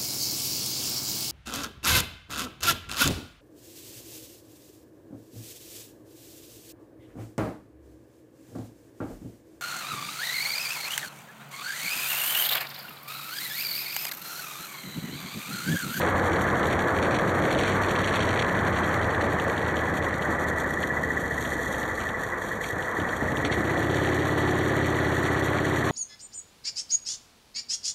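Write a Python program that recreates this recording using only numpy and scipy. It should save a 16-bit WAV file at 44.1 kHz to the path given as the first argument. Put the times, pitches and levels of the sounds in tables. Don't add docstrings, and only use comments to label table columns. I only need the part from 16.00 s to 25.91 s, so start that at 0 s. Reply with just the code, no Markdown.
import sys
import numpy as np
from scipy import signal
from scipy.fft import rfft, irfft
from scipy.io import wavfile
from scipy.ndimage import uniform_filter1d, minimum_filter1d

SR = 44100
rng = np.random.default_rng(int(sys.argv[2]) if len(sys.argv) > 2 else 0)


def wav_out(sig):
    wavfile.write(sys.argv[1], SR, np.round(np.clip(np.atleast_2d(sig).T, -1, 1) * 32767).astype(np.int16))


N = 437031
TIME_S = np.arange(N) / SR


def undb(db):
    return 10 ** (np.asarray(db) / 20)


def unit(x):
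    return x / np.sqrt(np.mean(x ** 2))


def curves(table):
    start_s, *columns = np.transpose(table)
    return [np.interp(TIME_S, start_s, column) for column in columns]


def noise():
    return rng.standard_normal(N)


def walk(rate_hz):
    hold = int(SR / rate_hz)
    steps = noise()[np.arange(N) // hold]
    return unit(uniform_filter1d(uniform_filter1d(steps, hold), hold))


def colour(x, points):
    size = 8192
    freq_hz, level_db = np.transpose(points)
    bins_hz = np.arange(size // 2 + 1) * SR / size
    response_db = np.interp(np.log(bins_hz + 1), np.log(freq_hz), level_db)
    cepstrum = irfft(np.log(undb(response_db)))
    cepstrum[1:size // 2] *= 2
    cepstrum[size // 2 + 1:] = 0
    return signal.oaconvolve(x, irfft(np.exp(rfft(cepstrum))))[:N]


def lowpass(x, cutoff_hz):
    return signal.sosfilt(signal.butter(4, cutoff_hz, fs=SR, output="sos"), x)


def ring(x, modes):
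    t = TIME_S[:SR // 8]
    response = 0
    for k, (freq_hz, width_hz, level_db) in enumerate(modes):
        decay = width_hz * np.exp(-np.pi * width_hz * t)
        response = response + (-1) ** k * undb(level_db) * decay * np.cos(2 * np.pi * freq_hz * t)
    return signal.oaconvolve(x, response / SR)[:N]


def fade(x, decay_s):
    return signal.lfilter([1], [1, -np.exp(-1 / (decay_s * SR))], x + 1e-18)


def impulses(times_s, sizes):
    return np.bincount(np.clip(np.asarray(times_s) * SR, 0, N - 1).astype(int), sizes, N)


def strike(blows, modes):
    start_s, peak_db = np.transpose(blows)
    single_peak = np.abs(ring(impulses([0], [1]), modes)).max()
    return ring(impulses(start_s, undb(peak_db)), modes) / single_peak


def strokes(table, cycle, throttle, scatter_db, jitter_s):
    out = 0
    for place_cycles, coast_db, pull_db in table:
        times_s = np.interp(np.arange(int(cycle[-1]) + 1) + place_cycles, cycle, TIME_S)
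        chance = rng.standard_normal((len(times_s), 2))
        load = np.interp(times_s, TIME_S, throttle)
        size = (1 - load) * undb(coast_db) + load * undb(pull_db)
        size = size * undb(scatter_db * chance[:, 1])
        inside = times_s < TIME_S[-1]
        out = out + impulses(times_s + jitter_s * chance[:, 0], size * inside)
    return out


# place_cycles, coast_db, pull_db (relative)
PUFFS = [(.156, -20, 0), (.193, -18, -7), (.277, -11, -6), (.562, -20, -7.5), (.722, -13, -4.5)]
# freq_hz, level_db
PIPE_RESPONSE = [(30, -32), (55, -15), (85, 3), (120, 3), (160, 2.5), (195, -5.5), (240, 2), (330, -7.5),
                 (435, -17), (650, -10.5), (2000, -50)]
# freq_hz, level_db
GROWL_RESPONSE = [(150, -37), (245, -8), (272, 3), (300, 3.5), (325, -1.5), (352, -.5), (388, 0), (410, -5),
                  (450, -25), (1000, -54)]
# freq_hz, level_db (per Hz)
GAS_SPECTRUM = [(250, 1), (450, 21.5), (700, 17), (1500, 8.5), (2700, -3), (3300, 4), (7000, -15.5),
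                (12000, -31)]
# start_s, peak_db (before its waver)
DRONE_LEVEL = [(7.1, -60), (7.42, -33), (7.85, -28.5), (8.2, -27.5), (8.8, -28.5), (9.3, -33), (9.91, -32)]
PIPE_DB, GROWL_DB, GAS_DB = -33, -36.5, -39.0
DRONE_MULTIPLE, DRONE_WAVER_DB = 21, 3.1


def exhaust(cycle, throttle, speed_hz):
    puffs = strokes(PUFFS, cycle, throttle, scatter_db=.6, jitter_s=.00004)
    puffs = puffs * (speed_hz / speed_hz.mean()) ** 2.2
    pipe = undb(PIPE_DB) * unit(colour(puffs, PIPE_RESPONSE))
    growl = undb(GROWL_DB) * unit(colour(puffs * throttle ** 2, GROWL_RESPONSE))
    gas = undb(GAS_DB) * unit(colour(fade(puffs, decay_s=.012) * noise(), GAS_SPECTRUM))
    drone = np.cos(2 * np.pi * (DRONE_MULTIPLE * cycle + .011 * walk(12)))
    drone = drone * undb(curves(DRONE_LEVEL)[0] + DRONE_WAVER_DB * walk(9))
    return pipe + growl + drone + gas


# start_s, peak_db (of the muffler ring)
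FIRST_FIRINGS = [(6.73, -26), (6.764, -29), (6.986, -22), (7.017, -23), (7.222, -22), (7.254, -23),
                 (7.321, -21), (7.393, -23), (7.447, -18), (7.51, -22), (7.574, -22), (7.766, -22)]
# freq_hz, width_hz, level_db
MUFFLER_MODES = [(100, 20, 2), (165, 35, -3), (285, 40, 0), (480, 70, -10)]
GUST_DB = -7.5


def catching():
    start_s, peak_db = np.transpose(FIRST_FIRINGS)
    gust = unit(colour(noise(), CHASSIS_SPECTRUM)) * fade(impulses(start_s, undb(peak_db)), decay_s=.025)
    return strike(FIRST_FIRINGS, MUFFLER_MODES) + undb(GUST_DB) * gust


# start_s, level_db (before waver and load cut)
BOOM_LEVEL = [(0, -38.5), (.9, -40), (1.5, -43), (1.75, -35), (3, -39), (4.5, -39), (5.7, -42.5),
              (6.3, -52), (6.8, -52), (7.4, -38.5), (8.3, -44), (9.91, -47)]
BOOM_WAVER_DB, BOOM_LOAD_CUT_DB = 1.0, 6.3


def boom(cycle, throttle):
    tone = np.cos(2 * np.pi * (5 * cycle + .48 + .027 * walk(12)))
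    throb = 1 + .2 * np.cos(2 * np.pi * (cycle - .4)) + .43 * np.cos(4 * np.pi * (cycle - .44))
    level_db = curves(BOOM_LEVEL)[0] + BOOM_WAVER_DB * walk(14.0) - BOOM_LOAD_CUT_DB * throttle
    return unit(tone * throb) * undb(level_db)


# place_cycles, coast_db, pull_db (relative)
KNOCKS = [(.035, -2, -3), (.13, -4, -8), (.4, -6, -1), (.55, -6, 2), (.85, -9, -4)]
# freq_hz, width_hz, level_db
COVER_MODES = [(1732, 36, 27.5), (1966, 52, 27.5), (1090, 42, -12)]
# freq_hz, width_hz, level_db
COVER_PANEL = [(1850, 170, 0)]
# start_s, level_db
KNOCK_LEVEL = [(0, -37.5), (1.5, -43.5), (2.5, -37), (3.6, -37.5), (5.2, -34.5), (5.8, -34.5), (6.5, -35),
               (7.8, -38), (9.91, -41)]


def valves(cycle, throttle):
    knocks = strokes(KNOCKS, cycle, throttle, scatter_db=.5, jitter_s=.0003)
    chatter = noise() * (.018 * fade(knocks, decay_s=.006) + .015 * fade(knocks, decay_s=.045))
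    cover = ring(ring(knocks + chatter, COVER_MODES), COVER_PANEL)
    return unit(lowpass(cover, cutoff_hz=2150)) * undb(curves(KNOCK_LEVEL)[0])


# start_s, peak_db (before scatter)
SQUEAK_LEVEL = [(0, -36), (2.5, -27), (4, -23), (5.15, -17.5), (5.8, -24.5), (6.3, -22), (7.4, -21.5),
                (8, -26), (8.8, -22), (9.91, -23.5)]
SQUEAK_PLACE_CYCLES, SQUEAK_HALF_S = .997, .0056
SQUEAK_LOW_HZ, SQUEAK_HIGH_HZ, SQUEAK_HIGH_SHARE = 1765, 1935, .55
SQUEAK_SCATTER_HZ, SQUEAK_SCATTER_DB = 25, 1.2


def belt(cycle):
    times_s = np.interp(np.arange(int(cycle[-1])) + SQUEAK_PLACE_CYCLES, cycle, TIME_S)
    t = np.arange(-SR // 80, SR // 80) / SR
    envelope = np.exp(-np.abs(t / SQUEAK_HALF_S) ** 1.5)
    level_db = curves(SQUEAK_LEVEL)[0]
    out = np.zeros(N + len(t))
    for start_s, chance in zip(times_s, rng.standard_normal((len(times_s), 3))):
        i = int(start_s * SR)
        low = np.cos(2 * np.pi * t * (SQUEAK_LOW_HZ + SQUEAK_SCATTER_HZ * chance[0]))
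        high = np.cos(2 * np.pi * t * (SQUEAK_HIGH_HZ + SQUEAK_SCATTER_HZ * chance[1]))
        tone = (1 - SQUEAK_HIGH_SHARE) * low + SQUEAK_HIGH_SHARE * high
        out[i:i + len(t)] += tone * envelope * undb(level_db[i] + SQUEAK_SCATTER_DB * chance[2])
    return out[len(t) // 2:][:N]


# cycle_multiple, peak_db (coasting at mean speed, before waver)
HUM_TONES = [(8, -49), (10, -43), (12, -46), (13, -47), (16, -49), (18, -44.5), (20, -46), (22, -48),
             (23, -45)]
HUM_WAVER_DB = 1.5


def hum(cycle, throttle, speed_hz):
    uneven = cycle + .002 * walk(8)
    tones = 0
    for multiple, peak_db in HUM_TONES:
        tones = tones + undb(peak_db) * np.cos(2 * np.pi * (multiple * uneven + rng.random()))
    return tones * undb(HUM_WAVER_DB * walk(8)) * (1 - throttle) * (speed_hz / speed_hz.mean()) ** 3


# start_s, roar_db (before waver), rumble_db (before waver)
ROAD_LEVEL = [(0, -26, -26), (.9, -27, -28), (1.1, -26, -25), (1.3, -27, -27.5), (1.62, -27, -23.5),
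              (1.8, -27.5, -29), (3, -28.5, -30), (4, -31, -32.5), (5.6, -35.5, -35), (5.85, -34, -37.5),
              (6.6, -35.5, -39), (7, -31.5, -38), (7.5, -33, -33), (8.1, -32, -36.5), (9.91, -31.5, -36)]
# freq_hz, level_db (per Hz)
TYRE_SPECTRUM = [(400, -5), (700, -0.5), (900, -1), (1020, 0.5), (1170, 1.5), (1400, -2.5), (1700, 0.5),
                 (2000, -6.5), (2200, -10.5), (2700, -30.5), (4500, -36.5)]
# freq_hz, level_db (per Hz)
CHASSIS_SPECTRUM = [(25, -13), (50, -12.5), (90, 3), (135, -5.5), (190, 1.5), (250, -3.5), (330, 1.5),
                    (400, -3), (470, 1), (620, -3.5), (850, -10), (2000, -64.5)]
# freq_hz, width_hz, level_db
FLOOR_MODES = [(440, 28, 0), (512, 32, 0), (640, 35, -5)]
FLOOR_DB = -42


def road():
    roar_db, rumble_db = curves(ROAD_LEVEL)
    roar = unit(colour(noise(), TYRE_SPECTRUM)) * undb(roar_db + 1.24 * walk(35))
    rumble = unit(colour(noise(), CHASSIS_SPECTRUM)) * undb(rumble_db + .3 * walk(22))
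    floor = undb(FLOOR_DB) * unit(ring(noise(), FLOOR_MODES))
    return roar + rumble + floor


# freq_hz, width_hz, level_db
TREAD_MODES = [(106, 11, 0)]
# start_s, level_db
TREAD_LEVEL = [(0, -34), (1.6, -38), (2.6, -39), (3.3, -44.5), (7, -76), (9.91, -49)]
TREAD_MULTIPLE = 20


def tread(rub_pairs):
    tone = np.cos(2 * np.pi * (TREAD_MULTIPLE * rub_pairs + .28 * walk(6.5)))
    return unit(ring(tone, TREAD_MODES)) * undb(curves(TREAD_LEVEL)[0])


# start_s, peak_db (of the suspension clunk)
BUMPS = [(1.03, -15.5), (1.099, -12), (1.2, -17), (1.4, -14), (1.56, -13), (1.608, -12), (2.26, -19),
         (3.226, -11), (3.468, -16), (4.284, -18)]
# freq_hz, level_db (per Hz)
THUD_SPECTRUM = [(50, -22), (130, 0), (200, 1), (330, 2), (450, -3), (620, -3), (900, -12), (2000, -45)]
# freq_hz, width_hz, level_db
SUSPENSION_MODES = [(195, 28, -5), (335, 30, -3), (470, 35, -5), (555, 22, 2), (645, 28, -1)]
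THUD_DB, THUD_DECAY_S = -11.5, .04


def bumps():
    start_s, peak_db = np.transpose(BUMPS)
    thuds = unit(colour(noise(), THUD_SPECTRUM)) * fade(impulses(start_s, undb(peak_db)), THUD_DECAY_S)
    return undb(THUD_DB) * thuds + strike(BUMPS, SUSPENSION_MODES)


# freq_hz, level_db (per Hz)
RATTLE_SPECTRUM = [(800, -10), (1600, 6), (2300, 4.5), (2800, -5), (3250, 0), (3800, -5.5), (4500, -6.5),
                   (6500, -12), (10000, -14.5), (13000, -47)]
# start_s, level_db
RATTLE_LEVEL = [(0, -38), (1.35, -41), (1.6, -30), (1.8, -41), (2.15, -29.5), (2.7, -40), (4.1, -44),
                (4.6, -62), (6.9, -64), (8, -37.5), (8.4, -41), (9.91, -40)]
# start_s, peak_db (before crackle), decay_s
CLACKS = [(1.025, -25, .025), (1.104, -25, .01), (1.143, -21, 0.015), (1.188, -27, 0.006),
          (1.439, -27, 0.0074), (1.524, -26.5, 0.023), (1.61, -21.5, 0.06), (1.835, -25, 0.011),
          (1.906, -27, 0.0074), (2.148, -35, 0.02), (2.225, -30, .016), (2.672, -29, 0.0069),
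          (3.21, -32, 0.036), (6.003, -32, 0.023), (6.639, -36, .023), (7.449, -24, 0.016),
          (7.517, -22, .0095)]
SHAKE_DB, SHAKE_LEAD_PAIRS = 3, .07
TICK_DECAY_S, CRACKLE_DB = .002, 4.5


def fittings(rub_pairs, swing):
    draws = rng.random((4000, 2))
    sizes = undb(-3.6 * np.log(draws[:, 1])).clip(0, 6)
    ticks = impulses(draws[:, 0] * TIME_S[-1], sizes)
    shake = undb(SHAKE_DB * swing * np.cos(4 * np.pi * (rub_pairs + SHAKE_LEAD_PAIRS)))
    chatter = unit(colour(fade(ticks * shake, TICK_DECAY_S) * noise(), RATTLE_SPECTRUM))
    chatter = chatter * undb(curves(RATTLE_LEVEL)[0])
    clacks = sum(fade(impulses([start_s], [undb(peak_db)]), decay_s) for start_s, peak_db, decay_s in CLACKS)
    grain = noise() * undb(CRACKLE_DB * walk(450))
    return chatter + clacks * unit(colour(grain, RATTLE_SPECTRUM))


# start_s, peak_db
CLINKS = [(.331, -33), (.63, -29), (1.961, -25), (2.044, -27), (2.205, -25), (2.229, -28), (2.289, -27),
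          (2.396, -26), (2.762, -33), (2.832, -32), (3.398, -31), (3.578, -33), (3.768, -33), (4.044, -36),
          (4.221, -32), (4.83, -30), (5.45, -35), (5.745, -37), (5.83, -36), (6.09, -34), (6.825, -35),
          (7.0, -35), (7.09, -35), (7.32, -35), (7.37, -35)]
# freq_hz, level_db (per Hz)
CLINK_SPECTRUM = [(1200, -25), (2400, -8), (2850, -7), (3280, 0), (3700, -9), (4500, -14), (7000, -19),
                  (13000, -30)]
CLINK_DECAY_S = .005


def clinks():
    start_s, peak_db = np.transpose(CLINKS)
    bursts = fade(impulses(start_s, undb(peak_db)), CLINK_DECAY_S)
    return unit(colour(noise(), CLINK_SPECTRUM)) * bursts


# freq_hz, level_db (per Hz)
RUB_SPECTRUM = [(2000, 7), (2900, -9), (3250, 8.5), (3900, 1), (5700, 1.5), (7100, 7), (8000, 1), (9500, 4),
                (10500, -2), (12300, 11.5), (13000, -11)]
# start_s, level_db
RUB_LEVEL = [(0, -42), (1.3, -43.5), (1.6, -41.5), (2.5, -45.5), (5.2, -43), (5.7, -40), (6.1, -43.5),
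             (7.1, -43.5), (8, -42), (9.91, -41.5)]
# start_s, change_db
RELEASE = [(0, -5), (4.4, -8), (5.4, -3), (5.5, -4), (5.83, 3.5), (5.92, -7), (6.95, -6), (7.5, -2.5),
           (9.91, -3.5)]
UNEVEN_DB, GRIT_DB = 1.9, 3.26


def brake(rub_pairs):
    release = np.sin(2 * np.pi * rub_pairs) ** 6
    pressure_db = curves(RELEASE)[0] * release + UNEVEN_DB * walk(55) + GRIT_DB * walk(600)
    return unit(colour(undb(pressure_db) * noise(), RUB_SPECTRUM)) * undb(curves(RUB_LEVEL)[0])


# start_s, cycles_hz
ENGINE_SPEED = [(0.0, 17.909), (0.85, 17.197), (1.71, 19.557), (2.0, 19.232), (2.43, 17.666),
                (2.79, 16.949), (4.93, 15.147), (5.48, 14.15), (6.49, 10.221), (7.0, 11.889), (7.73, 15.88),
                (8.18, 17.535), (8.93, 17.017), (9.35, 16.319), (9.91, 17.109)]
# start_s, rub_pairs_hz
RUB_RHYTHM = [(0, 6.37), (.7, 6.412), (1.3, 6.172), (1.8, 6.546), (2.6, 5.473), (3.3, 5.388), (3.9, 5.498),
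              (4.5, 5.69), (4.9, 2.934), (5.4, 3.266), (5.9, 2.403), (6.5, 2.202), (7, 3.622), (7.5, 3.501),
              (8, 4.191), (8.6, 5.338), (9.2, 4.95), (9.91, 4.852)]
# start_s, opening_0_1
THROTTLE = [(0, .1), (.7, .1), (1.55, .2), (1.8, .08), (6.6, .02), (7.15, .12), (7.45, .72), (7.7, .72),
            (7.9, 1), (9.91, 1)]
START_CYCLES, START_RUB_PAIRS = -.502, -.183
PULL_STEADYING = .3


def scene():
    speed_hz, rub_pairs_hz, throttle = curves(ENGINE_SPEED) + curves(RUB_RHYTHM) + curves(THROTTLE)
    cycle = START_CYCLES + np.cumsum(speed_hz) / SR
    rub_pairs = START_RUB_PAIRS + np.cumsum(rub_pairs_hz) / SR
    swing = 1 - PULL_STEADYING * throttle
    engine = exhaust(cycle, throttle, speed_hz) + catching() + boom(cycle, throttle)
    engine = engine + valves(cycle, throttle) + belt(cycle) + hum(cycle, throttle, speed_hz)
    running_gear = road() + tread(rub_pairs) + bumps() + fittings(rub_pairs, swing)
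    running_gear = running_gear + clinks() + brake(rub_pairs)
    return (engine + running_gear)[None]


# freq_hz, level_db
OVERALL_TONE = [(20, 0), (4500, 0.5), (4900, -32), (5250, -31), (5600, 0.5), (10000, -6.5), (10700, -45),
                (11400, -7.5), (20000, -27)]
BASS_CUT_HZ, TOP_HZ = 42, 12750
CEILING = .17


def record(dry):
    x = signal.sosfilt(signal.butter(2, BASS_CUT_HZ, "high", fs=SR, output="sos"), dry[0])
    gain = minimum_filter1d(CEILING / np.maximum(np.abs(x), CEILING), size=300)
    limited = x * uniform_filter1d(gain, size=300)
    x = colour(limited, OVERALL_TONE)
    return signal.sosfilt(signal.ellip(10, .2, 80, TOP_HZ, fs=SR, output="sos"), x)[None]


dry = scene()
out = record(dry)
wav_out(out)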